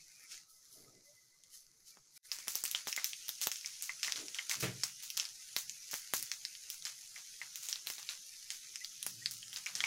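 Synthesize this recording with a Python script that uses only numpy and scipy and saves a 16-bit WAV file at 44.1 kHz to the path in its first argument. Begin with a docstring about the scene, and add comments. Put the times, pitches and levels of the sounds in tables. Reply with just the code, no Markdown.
"""Chillies and seeds frying, close by

Dried chillies and seeds fry in oil in a deep iron pan, close to a phone.
First a faint fizz of bubble noise with small puffs of steam; the level dips briefly, then the oil is hotter.
Seeds pop (short rings, cracks and pushes of air) over a steady sizzle, louder for a moment after each pop.
A few short soft tones and thin wavering ones lie underneath; now and then low resonant noise rumbles
from the kitchen, and one dull knock sounds there."""
import sys
import numpy as np
from scipy import signal
from scipy.fft import rfft, irfft, next_fast_len
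from scipy.io import wavfile
from scipy.ndimage import uniform_filter1d

SR = 44100
rng = np.random.default_rng(int(sys.argv[2]) if len(sys.argv) > 2 else 0)


def wrap_up_sound(samples):
    """Save the sound to the file named by the first command line argument, as 16-bit audio."""
    columns = np.atleast_2d(samples).T
    # keep every value between -1 and 1, then stretch to whole-number steps
    tamed = np.clip(columns, -1, 1)
    steps = np.round(tamed * 32767).astype(np.int16)
    wavfile.write(sys.argv[1], SR, steps)


N = 434826
T = np.arange(N) / SR


def gain_of(db):
    """Decibels to an amplitude factor."""
    return 10 ** (np.asarray(db) / 20)


def evened(x):
    """Scales to rms 1."""
    return x / np.sqrt(np.mean(x ** 2) + 1e-20)


def read(points, hz):
    """Reads a table of (frequency, level) at the given frequencies, straight lines over log frequency."""
    point_hz, value = np.transpose(points)
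    return np.interp(np.log(hz + 1), np.log(point_hz + 1), value)


def colour(x, points):
    """Filters x by a spectrum table and scales it to rms 1."""
    size = next_fast_len(len(x))
    gain = gain_of(read(points, np.fft.rfftfreq(size, 1 / SR)))
    return evened(irfft(rfft(x, size) * gain, size)[:len(x)])


def band(x, lo_hz, hi_hz, order=2):
    """Band-pass."""
    sos = signal.butter(order, [lo_hz, hi_hz], "band", fs=SR, output="sos")
    return signal.sosfilt(sos, x)


def modes(x, table):
    """Sum of resonances, each of peak gain 1 before its level."""
    return sum(gain_of(db) * signal.lfilter(*signal.iirpeak(hz, hz / width_hz, SR), x)
               for hz, width_hz, db in table)


def bubbles(per_s, spread_db, smooth):
    """Tiny noise bursts of unequal size at random moments, over a smooth hiss."""
    strikes = rng.random(N) < per_s / SR
    size = gain_of(spread_db * np.minimum(rng.exponential(1, N), 5)) * strikes
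    bursts = signal.lfilter([1], [1, -.93], size) * rng.standard_normal(N)
    return evened(bursts) + smooth * rng.standard_normal(N)


def pop(db, hz, low_db, top_db, draw):
    """One burst: a short ring of the bubble, a crack of treble and a push of air."""
    t = np.arange(len(draw)) / SR
    rise = 1 - np.exp(-t / .00015)
    # the ring grows and dies within a few of its own cycles
    ring = np.sin(2 * np.pi * hz * t) * np.exp(-t * hz / 2.98) * (1 - np.exp(-t * hz / 0.78))
    crack = draw * np.exp(-t / .0004) * rise
    near_ring = band(crack, 0.5 * hz, min(1.4 * hz, 15000))
    body = ring / abs(ring).max() + 4.17 * near_ring + 0.55 * band(crack, 2040, 6500)
    top = band(draw * np.exp(-t / .0005) * rise, 7200, 15500)
    push = band((1 - t / 0.00018) * np.exp(-t / 0.00015) * rise, 86, 7800)
    body, top, push = (part / abs(part).max() for part in (body, top, push))
    return gain_of(db) * (body + gain_of(top_db) * top + gain_of(low_db) * push)


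def popping():
    """Each pop echoes off the hob, rings the pan; a short burst of louder sizzle follows, dull or bright like it."""
    # seeds and water pockets bursting: start_s, body_peak_db, ring_hz, push_db and top_db (against body),
    # sizzle_db (the louder sizzle after it, against body_peak_db)
    pops = [(1.437, -44.5, 6740, -51, -41, -18), (1.9716, -55, 6170, 6.5, -35, -21),
            (2.3167, -25, 5100, -30, -12, -17), (2.387, -34.5, 6030, -15, -17, -16),
            (2.4745, -46, 3570, 2, 8, -28), (2.4816, -25.5, 5900, -11.5, 3.5, -20.5),
            (2.5498, -35, 5500, -23, -4, -37), (2.5544, -24, 5900, -14, 1, -22),
            (2.6387, -23, 7340, -17, 2, -28), (2.653, -26, 6400, -24, 4, -25),
            (2.6595, -33, 5860, -58, -20, -11.5), (2.7133, -27, 6100, -54, 5, -27),
            (2.7485, -23.5, 3030, -99, -67, -13.5), (2.8717, -31, 5960, -0.5, -1.5, -12),
            (2.884, -32, 4970, -5.5, -13, -29), (2.9277, -24, 5450, -56, -17, -52),
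            (2.964, -24.5, 7000, -36, -1, -32), (2.9769, -33, 2080, -9.5, -46, -18),
            (3.044, -21.5, 5900, -56, 0.5, -23), (3.1327, -30.5, 4580, -58, -41, -31),
            (3.2829, -32.5, 6000, -26, 2.5, -24), (3.2918, -26.5, 6200, -18, 5, -48),
            (3.4146, -25.5, 6300, -19.5, -1.5, -14), (3.4386, -29, 5530, -44, -22, -33),
            (3.4478, -38, 4930, -37, -4.5, -35), (3.471, -21, 6500, -5.5, 3, -43),
            (3.5163, -25, 6400, -99, -12, -18), (3.5585, -32, 6000, -62, -30, -40),
            (3.611, -38, 4900, -57, -18, -22), (3.6465, -40.5, 2280, -100, -27, -13),
            (3.66, -27.5, 5700, -67, -25, -17), (3.8239, -28, 8100, -29, -5, -17),
            (3.8941, -35, 2060, -70, -33, -19), (4.0311, -23.5, 5100, -55, -33, -9),
            (4.0466, -29, 4020, -37, -25, -34), (4.0757, -26.5, 5850, -26, -21, -37),
            (4.0807, -37, 2020, -10, -37, -15.5), (4.1221, -20.5, 6050, -52, -24, -44),
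            (4.1593, -30.5, 4000, -37, -58, -7), (4.283, -33.5, 5660, -36, -30, -20),
            (4.346, -30, 5800, -30, -43, -11), (4.3867, -31, 3120, -35, -43, -23),
            (4.3909, -34, 2130, -25, -33, -27), (4.4954, -23.5, 6500, -24, -18, -9.5),
            (4.5128, -33, 2205, -30, -56, -13.5), (4.5538, -30.5, 6070, -41, -31, -34),
            (4.5992, -45.5, 7450, -18, -1.5, 4.5), (4.8351, -21.5, 5340, -17, -15, -20.5),
            (4.839, -21.5, 7800, -25, -14.5, -41), (5.0257, -39, 6700, -20.5, -5, -8.5),
            (5.1027, -31.5, 5840, -56, 1, -27), (5.1701, -27, 6300, -28, -45, -8),
            (5.175, -22.5, 6500, -33, -3, -41), (5.1986, -19.5, 5500, -30.5, -48, -20.5),
            (5.2116, -38, 5300, -39, -30, -35), (5.2532, -31.5, 5240, -35, -51, -16),
            (5.5646, -19.5, 5300, -12.5, -1.5, -22.5), (5.696, -26.5, 6200, -64, -29, -42),
            (5.8302, -47, 5800, -48, -20, -20), (5.9124, -34.5, 6300, -70, 0.5, -12.5),
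            (5.9337, -40.5, 4200, 4, -22, -25), (5.9404, -30, 5900, -4, 1, -16),
            (6.1368, -30.5, 6950, 6.5, 9.5, -12.5), (6.2266, -26, 9400, -25, -10, -21.5),
            (6.3162, -24.5, 5350, -47, -22, -18.5), (6.451, -26, 5070, -67, -19, -46),
            (6.552, -39, 4500, -48, -12, -33), (6.7017, -30.5, 6250, -30, 1.5, -20.5),
            (6.8237, -37, 5940, -50, -26, -44), (6.8524, -28, 5200, -33, -56, -9.5),
            (6.8688, -37, 3080, -19.5, -38, -61), (7.1621, -44, 2150, -79, -38, -4.5),
            (7.4155, -36.5, 2030, -50, -57, -16.5), (7.5575, -31, 6640, -62, -3, -18.5),
            (7.6267, -41.5, 6260, -25, -6, -3), (7.6871, -25.5, 6400, -25, -14, -14.5),
            (7.7281, -23, 5190, -54, -30, -53), (7.7578, -32.5, 4030, -30, -35, -20),
            (7.864, -46, 4020, -12, -3, -28), (7.8709, -29, 4070, -14.5, -1, -19),
            (7.9012, -29.5, 5300, -9.5, 2, -21), (7.9819, -38, 4050, -9, -13, -11),
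            (8.09, -27.5, 3900, -76, -40, -10), (8.504, -24.5, 5400, -73, -29, -15),
            (8.758, -28.5, 5300, -57, -19, -68), (8.8463, -29.5, 4760, -79, -14, -34),
            (9.0285, -26, 8800, -51, -25, -23), (9.0651, -31.5, 5740, -4, 10, -23.5),
            (9.2593, -21, 4680, -67, -41, -26), (9.311, -32.5, 5700, -53, 1, -18.5),
            (9.429, -39, 3110, -55, -33, -30), (9.5298, -38.5, 3200, -62, -6, -12),
            (9.5612, -29, 4740, -33, -48, -13.5), (9.6611, -30, 6000, -48, -12, -33),
            (9.665, -33, 2330, -36, -44, -14.5), (9.753, -23, 5650, -42, -43, -12.5),
            (9.805, -22.5, 3320, -43, -47, -20), (9.839, -25.5, 2280, -21, -35, -18)]
    # colour of the louder sizzle: frequency_hz, density_db (per Hz, relative)
    sizzle_colour = [(88, -22), (293, -21.5), (656, -10.5), (916, -4.5), (1380, 0.5), (3230, 1.5),
                     (6550, 8), (8130, 0.5), (15000, -4), (16500, -2.5)]
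    # air in the pan: resonance_hz, width_hz, level_db
    bowl = [(2070, 900, -4), (3200, 900, -7), (5540, 800, -5)]
    # up out of the curved pan, then two near surfaces: delay_s, level_db, factor (with sign)
    paths = [(0, 4, 0.92), (.0049, -2.5, 0.28), (.0066, -13.5, -1)]
    dull_per_push, plain_push_db = 0.16, -26.5  # duller sizzle after deep pops
    dull_db_per_octave, plain_ring_hz = 11, 4300
    bright_per_top, plain_top_db = 0.6, -13  # brighter sizzle after sharp pops

    # pops from three parts of the pan; sizzle power in three ranges: dull, middle, bright
    dry, sizzle_power = np.zeros((3, N + 400)), np.zeros((3, N))
    for k, (start_s, db, hz, low_db, top_db, sizzle_db) in enumerate(pops):
        draw = rng.standard_normal(400)
        at = round(start_s * SR)
        dry[k % len(dry), at:at + 400] += pop(db, hz, low_db, top_db, draw)
        dull_db = dull_per_push * (low_db - plain_push_db) - dull_db_per_octave * np.log2(hz / plain_ring_hz)
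        bright_db = bright_per_top * (top_db - plain_top_db)
        sizzle_power[:, at] += gain_of(2 * (db + sizzle_db + np.array([dull_db, 0, bright_db])))
    dry = dry[:, :N]
    dry = dry + modes(dry, bowl)

    # each part of the pan has its own reverberation, 60 dB down in 0.12 s
    t = np.arange(5000) / SR
    tail = band(rng.standard_normal((len(dry), 5000)), 610, 18000)
    tail = tail * gain_of(-60 * t / 0.12) * np.clip(t / 0.0033, 0, 1)
    tail = 0.57 * tail / np.linalg.norm(tail[0])
    for delay_s, db, factor in paths:
        tail[:, round(delay_s * SR)] += factor * gain_of(db)
    echoing = signal.oaconvolve(dry, tail, axes=1)[:, :N].sum(0)

    # the louder sizzle swells a moment after the pop; its power fades out within 0.11 s
    swell = 1 - np.exp(-t / .004)
    fading = swell * gain_of(-120 * t / .5) * np.cos(np.pi / 2 * t / t[-1]) ** 2
    envelopes = np.sqrt(abs(signal.oaconvolve(sizzle_power, fading[None])[:, :N]))
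    sizzle = colour(bubbles(1800, 2.4, 0.75), sizzle_colour)
    dull = band(sizzle, 60, 2800, order=1)
    bright = band(sizzle, 8000, 21000, order=1)
    ranges = [dull, sizzle - dull - bright, bright]
    return echoing + (envelopes * ranges).sum(0)


def fizz():
    """Sizzle of fine steam bubbles with puffs of steam on top, each duller or brighter; patchier in the low range."""
    # level over time: time_s, level_db, low_db (lower middle raised by), top_db (top raised by)
    fizzing = [(0, -59.5, 5.5, -12), (.25, -59, 11.5, -5), (.45, -80, 6, -55), (.66, -63, 7.5, -5),
               (1.03, -66.5, 9.5, -13), (1.33, -70.5, 9, -24), (1.8, -70, 11, -2), (2.13, -66.5, 7.5, -14),
               (2.28, -63, 7, -7), (2.4, -54, 5, -8), (3.2, -49.5, -1.5, -9), (7, -52.5, 1.5, -7.5),
               (9.86, -51, -2, -8.5)]
    # colour of the bubbles: frequency_hz, density_db (per Hz, relative)
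    fizz_colour = [(120, -54), (200, -35.5), (997, -30.5), (1070, -91), (1270, -20), (1730, -17),
                   (2130, -12), (3500, -11.5), (5550, -4.5), (6430, -3), (7880, -14), (10200, -5.5),
                   (15000, -16), (16500, -37)]
    # puffs of steam while the oil warms: peak_s, peak_db, length_s, low_db, top_db (both raised by)
    puffs = [(0.321, -46.5, 0.13, 3.5, -9), (0.504, -60.5, 0.27, -27, -1), (.73, -57.5, 0.19, -35, 1),
             (1.053, -65.5, 1, -34, -3.5), (1.542, -51.5, 0.12, -0.5, -4), (1.884, -53.5, 0.11, 1, -5),
             (2.172, -53.5, 0.25, 2.5, -1.5)]
    puff_rise_s, puff_fade_db = 0.052, 19  # climbs by this in the rise, falls by it over its length

    hiss = colour(bubbles(630, 3.3, 1.62), fizz_colour)
    hz, t, z = signal.stft(hiss, SR, nperseg=512, noverlap=384)
    low = np.clip((3000 - hz) / 900, 0, 1)[:, None]
    top = np.clip((hz - 8000) / 3000, 0, 1)[:, None]
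    time_s, *columns = np.transpose(fizzing)
    level_db, low_db, top_db = (np.interp(t, time_s, c) for c in columns)
    power = gain_of(2 * (level_db + low * low_db + top * top_db))
    for peak_s, db, length_s, low_db, top_db in puffs:
        away = np.maximum((peak_s - t) / puff_rise_s, (t - peak_s) / length_s)
        power += gain_of(2 * (db - puff_fade_db * away + low * low_db + top * top_db))

    # random patches: fine ones per bin, broad ones across neighbouring bins
    fine, broad = rng.standard_normal((*z.shape[::-1], 2)).T
    fine = evened(uniform_filter1d(fine, size=16, axis=1))
    broad = uniform_filter1d(broad, size=24, axis=1)
    broad = evened(uniform_filter1d(broad, size=9, axis=0))
    patches_db = (1.6 + .3 * low) * fine + 1.3 * broad
    shaped = z * np.sqrt(power) * gain_of(patches_db)
    return signal.istft(shaped, SR, nperseg=512, noverlap=384)[1][:N]


def small_tones():
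    """Narrow noise resonances waver as thin tones; short soft tones are sines, roughened and bending upward."""
    # thin tones under the fizz: tone_hz, width_hz, base_db, strongest_s
    thin_tones = [(1290, 50, -88, .5), (2030, 30, -81, 1.2)]
    # short soft tones, blips and one low tone within the rumble at 9.17 s:
    # centre_s, pitch_hz (at the centre), level_db
    short_tones = [(.885, 1270, -67), (1.1, 585, -67.5), (8.821, 2004, -47), (9.169, 322, -72.5),
                   (9.227, 1900, -49.5)]
    tone_cycles, tone_bend, tone_rough = 18, 0.025, 0.24

    out = np.zeros(N)
    for (hz, width_hz, db, strongest_s), slow in zip(thin_tones, rng.standard_normal((len(thin_tones), N))):
        wander_db = 1.5 * evened(uniform_filter1d(slow, size=6000))
        bump_db = 8 * np.exp(-((T - strongest_s) / .35) ** 2)
        tone = evened(modes(rng.standard_normal(N), [(hz, width_hz, 0)]))
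        out += gain_of(db) * gain_of(wander_db + bump_db) * tone
    rough = 1 + tone_rough * evened(uniform_filter1d(rng.standard_normal(N), size=200))
    for centre_s, hz, db in short_tones:
        turns = (T - centre_s) * hz
        bent = turns * (1 + tone_bend * turns / tone_cycles / 2)
        out += gain_of(db) * rough * np.sin(2 * np.pi * bent) * np.exp(-(turns / tone_cycles) ** 2)
    return out


def kitchen():
    """Faint room tone, rumbles of noise in a few low resonances, and one dull knock on the same resonances."""
    # low resonances: resonance_hz, width_hz, level_db
    hum = [(116, 4, 0), (133.5, 5, -1), (183, 8, -3)]
    # upper resonances: resonance_hz, width_hz, level_db
    box = [(305, 19, 0), (402, 135, 0.5), (621, 21, -2.5)]
    # colour of the room tone: frequency_hz, density_db (per Hz, relative)
    room_colour = [(12, 2), (20, -12), (64, -10), (151, -3.5), (240, -13.5), (368, -12), (730, -18),
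                   (1560, -13), (2640, -120)]
    # rumbles: start_s, length_s (until the release), level_db, upper_db (upper part against it)
    rumbles = [(0.71, 0.27, -68.5, 3), (4.126, 0.12, -70, 14), (4.55, 0.14, -49, -10),
               (5.62, 0.11, -68, -26), (6.106, 0.12, -66, -6), (9.019, 0.59, -61.5, -53),
               (9.708, 0.15, -60, -9)]
    # the knock's low modes, upper modes and rattle: level_db, t60_s
    knock = [(-39, 0.5), (-39, 0.28), (-34, 0.26)]
    room_db, knock_s = -76, 4.625
    rise_s, sag_db_per_s, release_db_per_s = 0.094, 27.5, 173  # release adds to the sag

    low, high = (evened(band(modes(rng.standard_normal(N), table), 55, 610)) for table in (hum, box))
    out = gain_of(room_db) * colour(rng.standard_normal(N), room_colour)
    for start_s, length_s, db, upper_db in rumbles:
        t = np.maximum(T - start_s, 0)
        fall_db = sag_db_per_s * t + release_db_per_s * np.maximum(t - length_s, 0)
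        envelope = np.minimum(t / rise_s, 1) * gain_of(db - fall_db)
        out = out + envelope * (low + gain_of(upper_db) * high)

    t = np.maximum(T - knock_s, 0)
    rattle = evened(band(rng.standard_normal(N), 1500, 2800, order=1))
    # the sines of the low modes are in step 11 ms after the knock begins
    struck = sum(gain_of(db) * np.sin(2 * np.pi * hz * (t - .011)) for hz, _, db in hum)
    struck = np.sqrt(2 / len(hum)) * struck
    for (db, t60_s), part in zip(knock, (struck + 0.29 * low, high, rattle)):
        out = out + (1 - np.exp(-t / 0.0046)) * gain_of(db - 60 * t / t60_s) * part
    return out


def scene():
    """All in the middle; a phase-scrambled copy, strongest in the treble, sets left and right a little apart."""
    # stereo width: frequency_hz, side_db (against mid)
    stereo_width = [(300, -34), (3000, -32), (5000, -15), (9000, -10), (15000, -6)]
    mid = popping() + fizz() + small_tones() + kitchen()
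    hz, _, z = signal.stft(mid, SR, nperseg=64)
    turned = z * np.exp(2j * np.pi * rng.random(z.shape[::-1]).T)
    side_gain = gain_of(read(stereo_width, hz))[:, None]
    side = signal.istft(turned * side_gain, SR, nperseg=64)[1][:N]
    return np.array([mid + side, mid - side])


def suppress(x):
    """The phone's noise suppressor: below the sizzle, bins near their usual floor are turned down."""
    hz, _, z = signal.stft(x, SR, nperseg=1024, noverlap=768)
    power = uniform_filter1d(abs(z) ** 2, size=7, axis=-1)  # over time
    power = uniform_filter1d(power, size=2, axis=1)  # over frequency
    power_db = 10 * np.log10(power.clip(1e-16))
    floor_db = np.percentile(power_db, 25, axis=-1, keepdims=True)
    nearness = np.clip(1 - (power_db - floor_db) / 4.4, 0, 1.5)
    below_sizzle = np.clip((4200 - hz) / 1500, 0, 1)[:, None]
    cut_db = -7.0 * nearness * below_sizzle
    return signal.istft(z * gain_of(cut_db), SR, nperseg=1024, noverlap=768)[1][:, :N]


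def record(dry):
    """Noise suppressor; the sound drops out briefly and fades back in; then a steep low-pass."""
    # the drop-out: start_s, end_s, level_db
    drop_out = 2.178, 2.25, -36
    start_s, end_s, db = drop_out
    depth = (T > start_s) * np.clip((end_s - T) / .03, 0, 1)  # fades back over the last 30 ms
    out = suppress(dry) * gain_of(db * depth)
    edge_hz = 15900
    low_pass = signal.firwin(255, edge_hz, window=("kaiser", 9), fs=SR)
    return signal.oaconvolve(out, low_pass[None], "same")


dry = scene()
out = record(dry)
wrap_up_sound(out)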